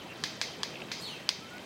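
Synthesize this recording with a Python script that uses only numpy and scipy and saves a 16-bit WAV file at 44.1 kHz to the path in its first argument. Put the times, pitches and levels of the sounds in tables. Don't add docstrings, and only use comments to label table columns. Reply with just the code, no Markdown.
import sys
import numpy as np
from scipy import signal
from scipy.io import wavfile

SR = 44100
rng = np.random.default_rng(int(sys.argv[2]) if len(sys.argv) > 2 else 0)


def master_out(mix):
    frames = np.transpose(np.atleast_2d(mix))
    ceiling = np.clip(frames, -1, 1)
    pcm = np.round(ceiling * 32767).astype(np.int16)
    wavfile.write(sys.argv[1], SR, pcm)


N = 72765
TIME = np.arange(N) / SR

# (time [s], crack level [dB], five wing mode levels [dB], low cut [Hz],
# ground echo delay [s], ground echo gain [dB], send to twigs and forest [dB])
WING_SNAPS = [(0.2384, -11.5, -21, -23, -34, -25, -43, 1090, 0.0021, -22, -13),
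              (0.4144, -14, -31, -25.5, -20, -63, -21.5, 600, 0.0031, -13, -11.5),
              (0.6327, -15.5, -21.5, -28, -52, -15.5, -20.5, 910, 0.0045, -19, -16.5),
              (0.9157, -47, -61, -34, -29.5, -52, -37, 600, 0.0022, -1.5, -14),
              (1.2910, -14.5, -31, -37, -56, -11, -8.5, 878, 0.0028, -15, -13.5)]
# (frequency [Hz], t60 [s])
WING_RING = [(1130, 0.0068), (1720, 0.018), (2380, 0.0078), (3380, 0.0062), (4750, 0.0056)]
# (time [s], level [dB])
WING_BEATS = [(0.7405, -41.5), (0.756, -37), (0.770, -42), (0.8025, -36.5), (0.8175, -34.5), (0.885, -43)]
# (time [s], level [dB])
TAKEOFF_PUFFS = [(0.175, -56)]
# (time [s], pitch [Hz], relative level [dB], brightness [dB],
# forest send as the bird turns [dB])
CALL_ARCH = [(0.936, 4750, -69, -18, -13), (0.973, 4930, -44, -14, -6), (0.989, 4850, -49, -16, -6),
             (0.993, 3222, -57, 9, -2), (1.010, 4080, -44.5, 3, -8), (1.022, 4380, -50, 7, 8),
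             (1.04, 4390, -62, 9, 5), (1.048, 4120, -44, -13, -1), (1.06, 3726, -38, -9, -10),
             (1.095, 3073, -39.5, -8, -9.5), (1.133, 2778, -38.5, -17, -11), (1.171, 2526, -49, -23, -9),
             (1.207, 1850, -46, -20, -28)]
# (multiple of the pitch, relative level [dB])
CALL_HARMONICS = [(2, -12), (3, -17.5), (4, -26)]
# (frequency [Hz], relative spectral density [dB], t60 [s])
FOREST_REVERB = [(600, -41, 0.091), (1370, -10.5, 0.38), (2160, 5, 0.36), (3130, -1, 0.61),
                 (4760, 4.5, 0.56), (6180, -2.5, 0.43), (7400, -17.5, 0.36), (15000, -20.5, .22)]
# (time [s], level [dB])
LEAF_RUSTLES = [(1.566, -53), (1.580, -41.5)]
# (time [s], length [s], pitch [Hz], level [dB])
FAR_WHISTLES = [(1.405, 0.067, 1320, -53), (1.503, 0.0857, 1456, -49)]
# (time [s], length [s], pitch [Hz], level [dB])
FAR_CHIRPS = [(-0.02, 0.06, 3036, -51), (0.09, 0.05, 2700, -47.5), (0.5, 0.057, 3080, -50)]
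# (frequency [Hz], relative spectral density [dB])
HUSH_SPECTRUM = [(25, -47), (50, -21.5), (90, -8), (140, -2), (200, -1.5), (400, -3.5), (800, -8.5),
                 (1400, -12.5), (2600, -10.5), (4500, -19), (7000, -26), (10000, -33), (15500, -36)]
# (time [s], low band gain [dB], high band gain [dB])
HUSH_FADERS = [(0, 1, -1.5), (0.25, -1, -1.5), (0.6, 0.5, -1.5), (0.9, 0, -1.5), (1.15, -1, -0.5),
               (1.4, -3.5, -3.5), (1.65, 0, -0.5)]
# (time [s], level [dB])
BASS_SWELLS = [(0.19, -47), (0.80, -50)]
# (frequency [Hz], width [Hz])
EQ_NOTCHES = [(2905, 137), (11800, 560)]


def wing_snaps(forest, twig_echoes_per_s=4000, twig_db=-3, forest_db=8):
    out = np.zeros(N)
    for s, crack_db, *mode_dbs, low_cut_hz, delay_s, ground_db, send_db in WING_SNAPS:
        hit = click(s)
        pulse = wing_crack(hit)
        ringing = sum(from_db(db) * ring(hit, hz, t60) for db, (hz, t60) in zip(mode_dbs, WING_RING))
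        direct = from_db(crack_db) * pulse + ringing
        ground = from_db(ground_db) * np.interp(TIME - delay_s, TIME, direct)
        twigs = (rng.random(N) < twig_echoes_per_s / SR) * rng.standard_normal(N)
        twigs *= decay(t60=0.053) * (TIME > 0.001)
        near = direct + ground + from_db(send_db + twig_db) * reverb(pulse, twigs)
        near = butter(near, low_cut_hz, "high", order=4)
        out += butter(near, 10100, "low") + from_db(send_db + forest_db) * reverb(hit, forest)
    return out


def wing_crack(hit, hz=3610, width_hz=2180):
    pulse = resonate(resonate(hit, hz, width_hz), hz, 2 * width_hz)
    return pulse / np.abs(pulse).max()


def feather_air(rows, rise_s, hz, width_hz):
    air = resonate(resonate(rng.standard_normal(N), hz, width_hz), hz, 2 * width_hz)
    return unit_rms(air) * puffs(rows, rise_s)


def arched_call(forest, waver=0.007, roughness_db=2.5):
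    s, hz, db, bright_db, send_db = np.transpose(CALL_ARCH)
    pitch = np.interp(TIME, s, hz) * (1 + waver * drift(340))
    phase = 2 * np.pi * np.cumsum(pitch) / SR
    gate = (TIME > s[0]) * (TIME < s[-1])
    envelope = np.sqrt(2) * from_db(np.interp(TIME, s, db) + roughness_db * drift(120)) * gate
    tone = envelope * np.sin(phase)
    overtones = sum(from_db(k_db) * np.sin(k * phase) for k, k_db in CALL_HARMONICS)
    overtones *= envelope * from_db(np.interp(TIME, s, bright_db))
    leaves = rng.standard_normal(N) * decay(t60=0.28)
    direct = from_db(-7.5) * tone + from_db(-10) * overtones
    send = tone * from_db(np.interp(TIME, s, send_db))
    return direct + from_db(-4) * reverb(send, forest) + from_db(1) * reverb(overtones, leaves)


def forest_response(onset_s=0.0013):
    tail = sum(band * from_db(at_hz(FOREST_REVERB, hz)) * decay(at_hz(FOREST_REVERB, hz, column=2))
               for hz, band in noise_bands())
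    return tail * (1 - np.exp(-TIME / onset_s))


def leaf_litter():
    rustle = butter(rng.standard_normal(N), [300, 3900], "band")
    return unit_rms(rustle) * puffs(LEAF_RUSTLES, rise_s=0.0016)


def far_bird(rows, glide_hz_per_s, waver):
    out = np.zeros(N)
    for s, length, hz, db in rows:
        progress = np.clip((TIME - s) / length, 0, 1)
        pitch = (hz + glide_hz_per_s * length * (progress - 0.5)) * (1 + waver * drift(196))
        envelope = from_db(db) * np.sqrt(2 * np.abs(np.sin(np.pi * progress)))
        out += envelope * np.sin(2 * np.pi * np.cumsum(pitch) / SR)
    return out


def forest_hush(split_hz=1200, flicker_db=2):
    s, low_db, high_db = np.transpose(HUSH_FADERS)
    air = np.zeros(N)
    for hz, band in noise_bands():
        fader_db = np.interp(TIME, s, low_db if hz < split_hz else high_db)
        air += band * from_db(at_hz(HUSH_SPECTRUM, hz) + fader_db + flicker_db * drift(22))
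    return from_db(-45.5) * unit_rms(air)


def bass_swells():
    rumble = resonate(rng.standard_normal(N), hz=171, width_hz=60)
    return unit_rms(rumble) * puffs(BASS_SWELLS, rise_s=0.034)


def insects():
    return from_db(-58.5) * unit_rms(resonate(rng.standard_normal(N), hz=3076, width_hz=93))


def high_pips(hz=12450, first_s=0.004, pips_per_s=29.97, half_width_s=0.0016):
    from_centre_s = (((TIME - first_s) * pips_per_s + 0.5) % 1 - 0.5) / pips_per_s
    envelope = np.exp(-(from_centre_s / half_width_s) ** 2)
    return from_db(-59.5) * envelope * np.sin(2 * np.pi * hz * TIME)


def from_db(db):
    return 10 ** (np.asarray(db) / 20)


def unit_rms(x):
    return x / np.sqrt(np.mean(x ** 2) + 1e-20)


def at_hz(rows, hz, column=1):
    rows = np.array(rows)
    return np.interp(np.log(hz), np.log(rows[:, 0]), rows[:, column])


def butter(x, hz, kind, order=2):
    sos = signal.butter(order, np.clip(hz, 10, SR / 2 - 500), kind, fs=SR, output="sos")
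    return signal.sosfilt(sos, x + 1e-18)


def drift(rate_hz):
    return unit_rms(butter(rng.standard_normal(N + SR), rate_hz, "low")[SR:])


def click(s):
    return 1.0 * (np.arange(N) == int(s * SR))


def ring(x, hz, t60):
    r, w = from_db(-60 / (t60 * SR)), 2 * np.pi * hz / SR
    return signal.lfilter([0, np.sin(w)], [1, -2 * r * np.cos(w), r * r], x + 1e-18)


def resonate(x, hz, width_hz):
    r, w = np.exp(-np.pi * width_hz / SR), 2 * np.pi * hz / SR
    numerator = np.array([1, 0, -1]) * (1 - r * r) / 2
    return signal.lfilter(numerator, [1, -2 * r * np.cos(w), r * r], x + 1e-18)


def noise_bands():
    edges = 20 * 2 ** (np.arange(31) / 3)
    white = rng.standard_normal((2, N + SR))
    return [(np.sqrt(lo * hi), butter(white[k % 2], [lo, hi], "band")[SR:])
            for k, (lo, hi) in enumerate(zip(edges, edges[1:]))]


def decay(t60):
    return np.exp(-np.log(1000) * TIME / t60)


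def puffs(rows, rise_s):
    ages = [(np.maximum(TIME - s, 0) / rise_s, db) for s, db in rows]
    return sum(from_db(db) * age * np.exp(1 - age) for age, db in ages)


def reverb(x, response):
    return signal.fftconvolve(x, response / np.sqrt(np.sum(response ** 2) + 1e-20))[:N]


def scene():
    forest = forest_response()
    whistles = far_bird(FAR_WHISTLES, glide_hz_per_s=700, waver=0.0071)
    chatter = far_bird(FAR_CHIRPS, glide_hz_per_s=-500, waver=0.0467)
    flutter = feather_air(WING_BEATS, rise_s=0.0013, hz=2730, width_hz=480)
    takeoff = feather_air(TAKEOFF_PUFFS, rise_s=0.036, hz=4700, width_hz=1000)
    manakin = wing_snaps(forest) + flutter + takeoff + arched_call(forest)
    bed = forest_hush() + insects() + bass_swells() + high_pips()
    return (manakin + leaf_litter() + whistles + chatter + bed)[None]


def record(dry, high_cut_hz=15800):
    for hz, width_hz in EQ_NOTCHES:
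        dry = signal.lfilter(*signal.iirnotch(hz, hz / width_hz, fs=SR), dry)
    return signal.sosfilt(signal.ellip(10, 0.2, 70, high_cut_hz, fs=SR, output="sos"), dry)


dry = scene()
out = record(dry)
master_out(out)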